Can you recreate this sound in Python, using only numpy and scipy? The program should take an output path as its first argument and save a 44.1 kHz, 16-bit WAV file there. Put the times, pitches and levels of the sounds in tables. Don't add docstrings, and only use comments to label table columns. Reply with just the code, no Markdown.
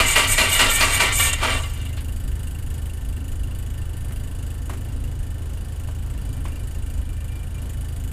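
import sys
import numpy as np
from scipy import signal
from scipy.fft import rfft, irfft
from scipy.io import wavfile
from scipy.ndimage import uniform_filter1d

SR = 44100
rng = np.random.default_rng(int(sys.argv[2]) if len(sys.argv) > 2 else 0)


def gain_from_db(level_db):
    decades = np.asarray(level_db, float) / 20
    return 10 ** decades


def master_out(mix):
    frames = np.transpose(np.atleast_2d(mix))
    ceiling = np.clip(frames, -1, 1)
    pcm = np.round(ceiling * 32767).astype(np.int16)
    wavfile.write(sys.argv[1], SR, pcm)


N = 358091
T = np.arange(N) / SR


def noise():
    return rng.standard_normal(N)


def evened(x):
    return x / np.sqrt(np.mean(x ** 2) + 1e-20)


def curve(rows, axis=1):
    rows = np.asarray(rows, float)
    return np.interp(T, rows[:, 0], rows[:, axis])


def colour(x, air, modes=(), air_db=0, size=16384):
    hz = np.fft.rfftfreq(size, 1 / SR)
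    air_hz, db = np.transpose(air)
    smooth_db = np.interp(np.log(hz + 1), np.log(air_hz), db, -90, -90)
    power = gain_from_db(smooth_db + air_db) ** 2
    for mode_hz, width, mode_db in modes:
        power = power + gain_from_db(mode_db) ** 2 / (1 + ((hz - mode_hz) / width) ** 2 * 2) ** 2
    fold = irfft(np.log(power) / 2)
    fold[1:size // 2] *= 2
    fold[size // 2 + 1:] = 0
    taps = irfft(np.exp(rfft(fold)))
    return signal.oaconvolve(x, taps / np.linalg.norm(taps))[:N]


def ring(x, hz, width):
    r = np.exp(-np.pi * width / SR)
    poles = [1, -2 * r * np.cos(2 * np.pi * hz / SR), r * r]
    return signal.lfilter([1, 0, -1], poles, x) * np.sqrt((1 - r * r) / 2)


def lumps(hz):
    f = np.fft.rfftfreq(N // 32 * 2, 16 / SR)
    phase = np.exp(2j * np.pi * rng.random(len(f)))
    slow = irfft(phase * (f > 0) / (1 + (f / hz) ** 2))
    return np.interp(T, np.arange(len(slow)) * 16 / SR, evened(slow))


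def restless(drive, modes, hz, spread_db):
    crank = 2 * SR
    rung = 0
    for mode_hz, width, db in modes:
        push = drive[:crank] * gain_from_db(db + spread_db * lumps(hz)[:crank])
        twice = ring(ring(push, mode_hz, width), mode_hz, width)
        rung = rung + twice / np.sqrt(SR / 6 / width)
    return np.pad(rung, (0, N - crank))


def blow(s, db, rise, t60):
    age, out = T[:SR], np.zeros(N + SR)
    out[round(s * SR):][:SR] = gain_from_db(db - 60 * age / t60) * np.clip(age / rise, 0, 1) ** 2
    return out[:N]


def held(s, length, db, edge):
    return gain_from_db(db) * np.clip(np.minimum(T - s, s + length - T) / edge, 0, 1)


# start in seconds, level in dB, rise in seconds, t60 in seconds, muffler in dB.
PUFFS = [
    (0, -23.5, 0.0011, 1, -17.5),
    (0.154, -17.5, 0.007, 0.54, -18),
    (.374, -16.5, 0.011, 0.58, -20),
    (0.587, -17, 0.0075, 0.44, -16.5),
    (0.799, -16.5, 0.011, 0.61, -19.5),
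    (0.994, -17.5, 0.0091, 0.4, -18),
    (1.408, -23.5, 0.026, 0.53, -14),
]
# pitch in Hz, width in Hz, level in dB.
PIPE_MODES = [(630, 51, -10.5), (932, 48, -4), (1214, 56, -5), (1530, 53, -3.5), (1934, 82, 1),
              (2150, 19, 2), (2380, 110, -0.5), (2757, 160, -0.5), (2800, 19, -9), (3440, 48, -15.5),
              (4160, 130, -10), (4630, 270, -15)]
# pitch in Hz, level in dB per Hz.
PIPE_AIR = [(110, -57), (180, -12.5), (922, -14.5), (1650, -4.5), (2360, -11), (2590, -11), (2790, -4),
            (5590, -13), (12300, -17), (15100, -31), (16000, -60.5)]
# pitch in Hz, width in Hz, level in dB.
MUFFLER_MODES = [(267, 34, -9.5), (426, 500, -6.5), (651, 105, -13.5), (915, 95, -21), (1163, 86, -4.5),
                 (1320, 430, -7), (770, 1020, 0)]


def exhaust():
    push = 0
    slow = blow(0, PUFFS[0][4], 0.0012, 0.23)
    for s, db, rise, t60, _ in PUFFS:
        crack = blow(s, db + 2.0, rise, 0.14)
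        push = push + blow(s, db, rise, t60) + crack
    for s, _, rise, t60, muffler_db in PUFFS[1:]:
        slow = slow + blow(s - .6 * rise, muffler_db, rise + .018, 1.1 * t60)
    air = gain_from_db(1.2 * lumps(50)) * noise()
    muffler = restless(slow * air * gain_from_db(-6), MUFFLER_MODES, 16, 1.5)
    return colour(push * air, PIPE_AIR, PIPE_MODES, air_db=-6.5) + muffler


# start in seconds, end in seconds, hiss in dB, gear load in dB.
SQUEEZES = [
    (0.053, 0.155, -20.5, -24),
    (0.267, 0.379, -19, -23),
    (0.481, 0.593, -20.5, -23.5),
    (0.689, 0.807, -20.5, -26.5),
    (0.892, 0.995, -23, -25.5),
    (1.117, 1.314, -19.5, -25),
]
SQUEEZE_FULL = 0.54
BLOWDOWN_DB = [-25, -25.5, -23, -24.5, -25, -27]
# start, fullest and end in seconds, level in dB, whistle in dB.
SETTLES = [
    (1.324, 1.33, 1.35, -22, -12),
    (1.403, 1.545, 1.636, -33.5, -17),
    (1.611, 1.635, 1.9, -49, -8),
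]


def leak_rows():
    rows = [(a, a + SQUEEZE_FULL * (b - a), b, db, -7.5) for a, b, db, _ in SQUEEZES]
    full_s, length_s = 0.031, 0.12
    opens = [-length_s / 2] + [puff[0] - 0.0087 for puff in PUFFS[1:]]
    for s, db in zip(opens, BLOWDOWN_DB):
        rows.append((max(s, 0), max(s + full_s, 0), s + length_s, db, -14))
    return rows + list(SETTLES)


# pitch in Hz, width in Hz, level in dB.
SEAT_MODES = [(6690, 200, -13), (7200, 600, -5), (8450, 700, -2), (7850, 1300, -2.5), (9950, 150, -11.5)]
# pitch in Hz, level in dB per Hz.
SEAT_AIR = [(2500, -35), (4000, -27), (6000, -24), (9500, -31), (12000, -25), (16000, -39)]
# pitch in Hz, width in Hz.
WHISTLE = (12020, 380)


def leaks():
    flow, edge = np.zeros((2, N))
    for start, full, end, db, whistle_db in leak_rows():
        span = slice(round(start * SR), round(end * SR))
        swell_db = np.interp(T[span], [start, full, end], [-7, 0, -9])
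        gate = np.clip(np.minimum(T[span] - start, end - T[span]) / 0.011, 0, 1)
        flow[span] += gate * gain_from_db(db + swell_db)
        edge[span] += gate * gain_from_db(db + whistle_db + 2.2 * swell_db)
    air = gain_from_db(1.0 * lumps(90)) * noise()
    hiss = colour(flow * air * gain_from_db(-13.0), SEAT_AIR)
    seats = restless(flow * air * gain_from_db(-2.5), SEAT_MODES, 21, 3.06)
    whistle = restless(edge * air, [(WHISTLE[0], WHISTLE[1], 0)], 40, 3.1)
    return hiss + seats + whistle


SLACK_DB = -28.5


def squeeze():
    arch, load_db = np.zeros((2, N))
    for start, end, _, gear_db in SQUEEZES:
        stroke = np.interp(T, [start, start + SQUEEZE_FULL * (end - start), end], [0, 1, 0])
        arch += stroke
        load_db += stroke * (gear_db - SLACK_DB)
    return arch, load_db


# time in seconds, level in dB.
ENGAGED = [
    (0, -1),
    (1.3, 0.5),
    (1.35, -9),
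    (1.375, -8),
    (1.41, -10),
    (1.47, 1),
    (1.55, -0.2),
    (1.62, -21),
    (1.8, -19.5),
]


def mesh_tone(arch):
    fuzz = lumps(77) + 1j * lumps(53)
    opens = np.array(PUFFS)[:, 0]
    age = T - opens[np.searchsorted(opens, T, "right") - 1]
    hz = 2202 + 202 * np.exp(-age / .07) + 420 * age
    db = -32 + 15.5 * np.exp(-age / 0.04) + 8 * arch + curve(ENGAGED)
    tone = (fuzz * np.exp(2j * np.pi * np.cumsum(hz) / SR)).real
    return tone * gain_from_db(uniform_filter1d(db, size=400) - 3.0) * np.clip((1.8 - T) / .03, 0, 1)


# time in seconds, brush pitch in Hz, level in dB.
COAST = [
    (1.54, 1560, -64),
    (1.62, 1340, -57),
    (1.7, 1090, -58),
    (1.8, 880, -65),
    (1.86, 790, -74),
]


def rotor_whine():
    turns = np.cumsum(curve(COAST) * (1 + .008 * lumps(60))) / SR
    whine = sum(gain_from_db(.5 + 3.2 * lumps(20)) * np.sin(2 * np.pi * k * turns) for k in range(3, 8))
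    return whine * gain_from_db(curve(COAST, axis=2)) * (T > COAST[0][0]) * (T < COAST[-1][0])


# time in seconds, peak in dB.
CLACKS = [
    (0.195, -4.5),
    (0.3187, -14),
    (0.5344, -22),
    (0.745, -15),
    (1.0405, -15),
    (1.1933, -7),
    (1.267, -9.5),
    (1.33, -12.5),
    (1.492, -23),
    (1.632, -20),
]
# pitch in Hz, width in Hz, level in dB.
CASE_MODES = [(1170, 70, -15), (1380, 70, -16), (1820, 50, -11), (1950, 60, -11), (2075, 60, -8),
              (2300, 140, -10), (2760, 90, -6), (2870, 110, -5), (3120, 80, -12), (3490, 150, -14)]
# pitch in Hz, level in dB per Hz.
CASE_AIR = [(150, -35), (400, -21.5), (1500, -17), (3500, -16.5), (6000, -30.5), (15000, -40)]


def starter():
    knock_gain = gain_from_db(1.4 * rng.exponential(1, N).clip(0, 4))
    teeth = knock_gain * (rng.random(N) < 2500 / SR) * rng.choice([-1, 1], N)
    teeth = evened(teeth) * np.clip((2.04 - T) / .3, 0, 1)
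    arch, load_db = squeeze()
    load = gain_from_db(SLACK_DB + load_db + curve(ENGAGED) + 3.05 * lumps(12))
    clacks = sum(blow(s, db - 9.0, 0.0033, 0.082) for s, db in CLACKS)
    drive = (load * teeth + clacks * noise()) * gain_from_db(-2.0)
    case = colour(drive, CASE_AIR) + restless(drive, CASE_MODES, 6.9, 3.7)
    return case + mesh_tone(arch) + rotor_whine()


# start in seconds, peak in dB, rise in seconds, t60 in seconds.
PAWL = (1.966, -35, .009, .18)


def pinion_drop():
    return colour(blow(*PAWL) * noise(), CASE_AIR)


# start in seconds, length in seconds, level in dB.
SQUEALS = [
    (.655, .16, -32.5),
    (1.215, 0.091, -31),
    (3.76, .05, -55),
    (3.97, .08, -57),
    (4.23, .05, -58),
]
# pitch in Hz, width in Hz, level in dB.
SHUDDER_MODES = [(25.6, 7, -27.5), (65.8, 5.7, -38.5), (95.8, 8.2, -34.5)]


def airframe():
    squeal = 0
    for s, length, db in SQUEALS:
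        age = T - s
        cycles = (1785 + 307 * age / 2) * age
        squeal = squeal + held(s, length, db, 0.018) * np.sin(2 * np.pi * cycles)
    shake = gain_from_db(curve(ENGAGED)) * (T < ENGAGED[-2][0]) * noise()
    return squeal * gain_from_db(2.5 * lumps(30)) + restless(shake, SHUDDER_MODES, 2.5, 1.5)


# time in seconds, peak in dB, knock in Hz, scuff t60 in seconds.
STEPS = [
    (4.107, -29, 1380, 0.13),
    (4.695, -22, 1050, 0.22),
    (4.734, -30, 2430, 0.091),
    (5.885, -30, 970, 0.19),
    (6.452, -22.5, 1070, 0.15),
]
# pitch in Hz, level in dB per Hz.
SCUFF_AIR = [(150, -41), (400, 12.5), (1000, 2), (2500, -2), (4500, -18), (8000, -9), (15000, -15)]


def steps():
    grit = noise()
    knock, thud, scuff = np.zeros((3, N))
    for s, db, hz, t60 in STEPS:
        knock += ring(blow(s + .0015, db + 5.5, .0006, .004), hz, 120)
        thud += blow(s + 0.0016, db - 11.5, 0.0028, 0.11)
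        scuff += blow(s, db - 14.0, 0.00067, t60)
    return knock + ring(thud * grit, 280, 250) + colour(scuff * grit, SCUFF_AIR)


# multiple of the turn rate, level in dB.
ORDERS = [(2, -31.5), (3, -29.5), (4, -36.5)]
# multiple of the turn rate, level in dB.
FAINT_ORDERS = [(1, -70), (5, -42.5), (6, -55), (7, -66), (8, -59), (10, -52.5)]
# time in seconds, level in dB.
IDLE = [(0, -5.5), (1.05, -12), (1.3, 0), (1.9, 1), (2.5, 0.5), (3.2, -0.7), (4.2, -0.1), (5, -1.7),
        (6, -1.5), (7.25, -0.7), (7.45, -2), (7.7, -0.5), (8.12, -0.5)]


def idle_hum(turns):
    hum = 0
    for k, db in ORDERS:
        gain = gain_from_db(2.5 + db + curve(IDLE) + .7 * lumps(0.86))
        hum = hum + gain * np.sin(2 * np.pi * (k * turns + rng.random()))
    for k, db in FAINT_ORDERS:
        gain = gain_from_db(db + 3.3 * lumps(4.0))
        hum = hum + gain * np.sin(2 * np.pi * (k * turns + rng.random()))
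    return hum


IDLE_HZ = 26.15


def tick_level():
    return -52 + 1.36 * curve(IDLE)


def luck(turn):
    return rng.standard_normal(turn.max() + 1).clip(-1.5, 1.5)[turn]


# pitch in Hz, width in Hz, level in dB.
COVER_MODES = [(4700, 130, -8), (6950, 400, -2), (7960, 200, -4), (8940, 220, -1), (9520, 250, -3),
               (10150, 300, -3), (11200, 300, -2), (13000, 300, -6), (14100, 220, -6)]
# pitch in Hz, level in dB per Hz.
COVER_AIR = [(800, -30), (1600, -9.5), (3000, -6), (5400, -24.5), (8000, -7), (14500, -14), (16000, -14)]


def valve_ticks(late):
    turn, age = late.astype(int), late % 1 / IDLE_HZ
    second = np.maximum(age - .0115, 0)
    tick = gain_from_db(-60 * age / .045) * np.clip(age / .003, 0, 1)
    tick = tick + gain_from_db(-14 - 60 * second / .045) * (second > 0)
    tick = tick + gain_from_db(-10 - 60 * age / .3)
    tick = tick * gain_from_db(tick_level() + 8.0 + 1.4 * luck(turn)) * noise()
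    shake = tick * rng.choice([-1, 1], N)
    cover = 0
    for k, (hz, width, db) in enumerate(COVER_MODES):
        cover = cover + (-1) ** k * ring(shake * gain_from_db(db - 7.0 + 3.2 * luck(turn)), hz, width)
    return colour(tick, COVER_AIR) + cover


# pitch in Hz, width in Hz, level in dB, delay in seconds, spread in dB.
PANELS = [(2955, 24, 0, 0.00296, 1), (3320, 60, -11, .003, 3), (2776, 39, -6.5, 0.00403, 8.5),
          (1778, 22, -3, .011, 3), (1540, 18, -3, .011, 0), (1390, 18, -7.5, 0.013, 1.5)]


def struck_panels(turn):
    strike = (np.diff(turn, prepend=turn[0]) > 0) * gain_from_db(tick_level() + 23.0)
    panels = 0
    for hz, width, db, delay, spread_db in PANELS:
        hit = np.roll(strike * gain_from_db(db + spread_db * luck(turn)), round(delay * SR))
        panels = panels + ring(ring(hit, hz, width), hz, 600) / np.sqrt(SR / 4000)
    return panels


# start in seconds, length in seconds, level in dB.
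SING = [
    (6.26, 0.15, -64),
    (6.435, .2, -60),
    (6.82, .18, -66),
    (7.03, 0.25, -60.5),
    (7.288, 0.16, -54.5),
    (7.534, 0.069, -56),
    (7.62, .17, -67),
]


def singing_metal():
    sing = sum(held(*row, .015) for row in SING) * gain_from_db(3 + 2.3 * lumps(17))
    return sing * np.sin(2 * np.pi * 2374 * T + .6 * lumps(10))


# time in seconds, lead in turns.
DRIFT = [(0.3, -1.12), (1.2, -1.25), (2.0, -1.42), (2.8, -1.66), (3.2, -1.73), (4.0, -1.755), (4.4, -1.71),
         (4.8, -1.74), (5.6, -1.65), (6.0, -1.5), (6.4, -1.44), (7.2, -1.38), (7.6, -1.2), (7.9, -1.15)]


def idling():
    turns = IDLE_HZ * T + curve(DRIFT) + 2
    late = turns + .012 * lumps(11)
    return idle_hum(turns) + valve_ticks(late) + struck_panels(late.astype(int)) + singing_metal()


# time in seconds, level in dB.
GUSTS = [(0, -15), (.15, -32), (.22, -30), (.4, -22), (.8, -25.5), (1.25, -23), (1.45, -27), (1.8, -25.5),
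         (2.4, -26.5), (3.1, -24.5), (4, -28), (4.9, -24), (5.5, -26.5), (7.1, -25), (7.5, -30),
         (8.12, -27)]
# pitch in Hz, level in dB per Hz.
WIND_AIR = [(7.1, -42), (12, -3), (40, 1), (62, -5), (106, -14.5), (173, -30), (280, -21), (390, -60.5)]
# pitch in Hz, level in dB per Hz.
RAMP_AIR = [(59, -26.5), (100, -3), (174, -13.5), (433, -22), (1170, -31.5), (1800, -34.5), (2370, -40),
            (2990, -37.5), (5300, -44.5), (9210, -45), (14700, -85), (16000, -62)]


def ramp():
    wind = colour(gain_from_db(curve(GUSTS) - 4.0 + 1.26 * lumps(1.1)) * noise(), WIND_AIR)
    wash = colour(gain_from_db(-42 + 2.5 + .7 * lumps(6)) * noise(), RAMP_AIR)
    return wind + wash


def mains_hum():
    return gain_from_db(-45 + 2.5 * lumps(2.5)) * np.sin(2 * np.pi * 119 * T)


def canopy(x):
    taps = np.zeros(SR // 2)
    at = np.arange(200, len(taps) - 20, 20)
    signs = rng.choice([-1., 1.], len(at))
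    taps[at + rng.integers(0, 20, len(at))] = signs * gain_from_db(-60 * at / SR / 0.42)
    return signal.oaconvolve(x, taps / np.linalg.norm(taps))[:N]


def scene():
    near = exhaust() + leaks() + starter() + pinion_drop() + steps()
    far = airframe() + idling() + ramp() + mains_hum()
    return (near + gain_from_db(-12.5) * canopy(near) + far)[None]


def band_limit(x):
    return signal.sosfilt(signal.butter(12, 16370, fs=SR, output="sos"), x)


def record(dry):
    ceiling = 1.1
    edge = signal.firwin(1201, 15380, window=("kaiser", 8), fs=SR)
    mix = signal.oaconvolve(ceiling * np.tanh(dry / ceiling), edge[None], "same")
    return band_limit(mix)


dry = scene()
out = record(dry)
master_out(out)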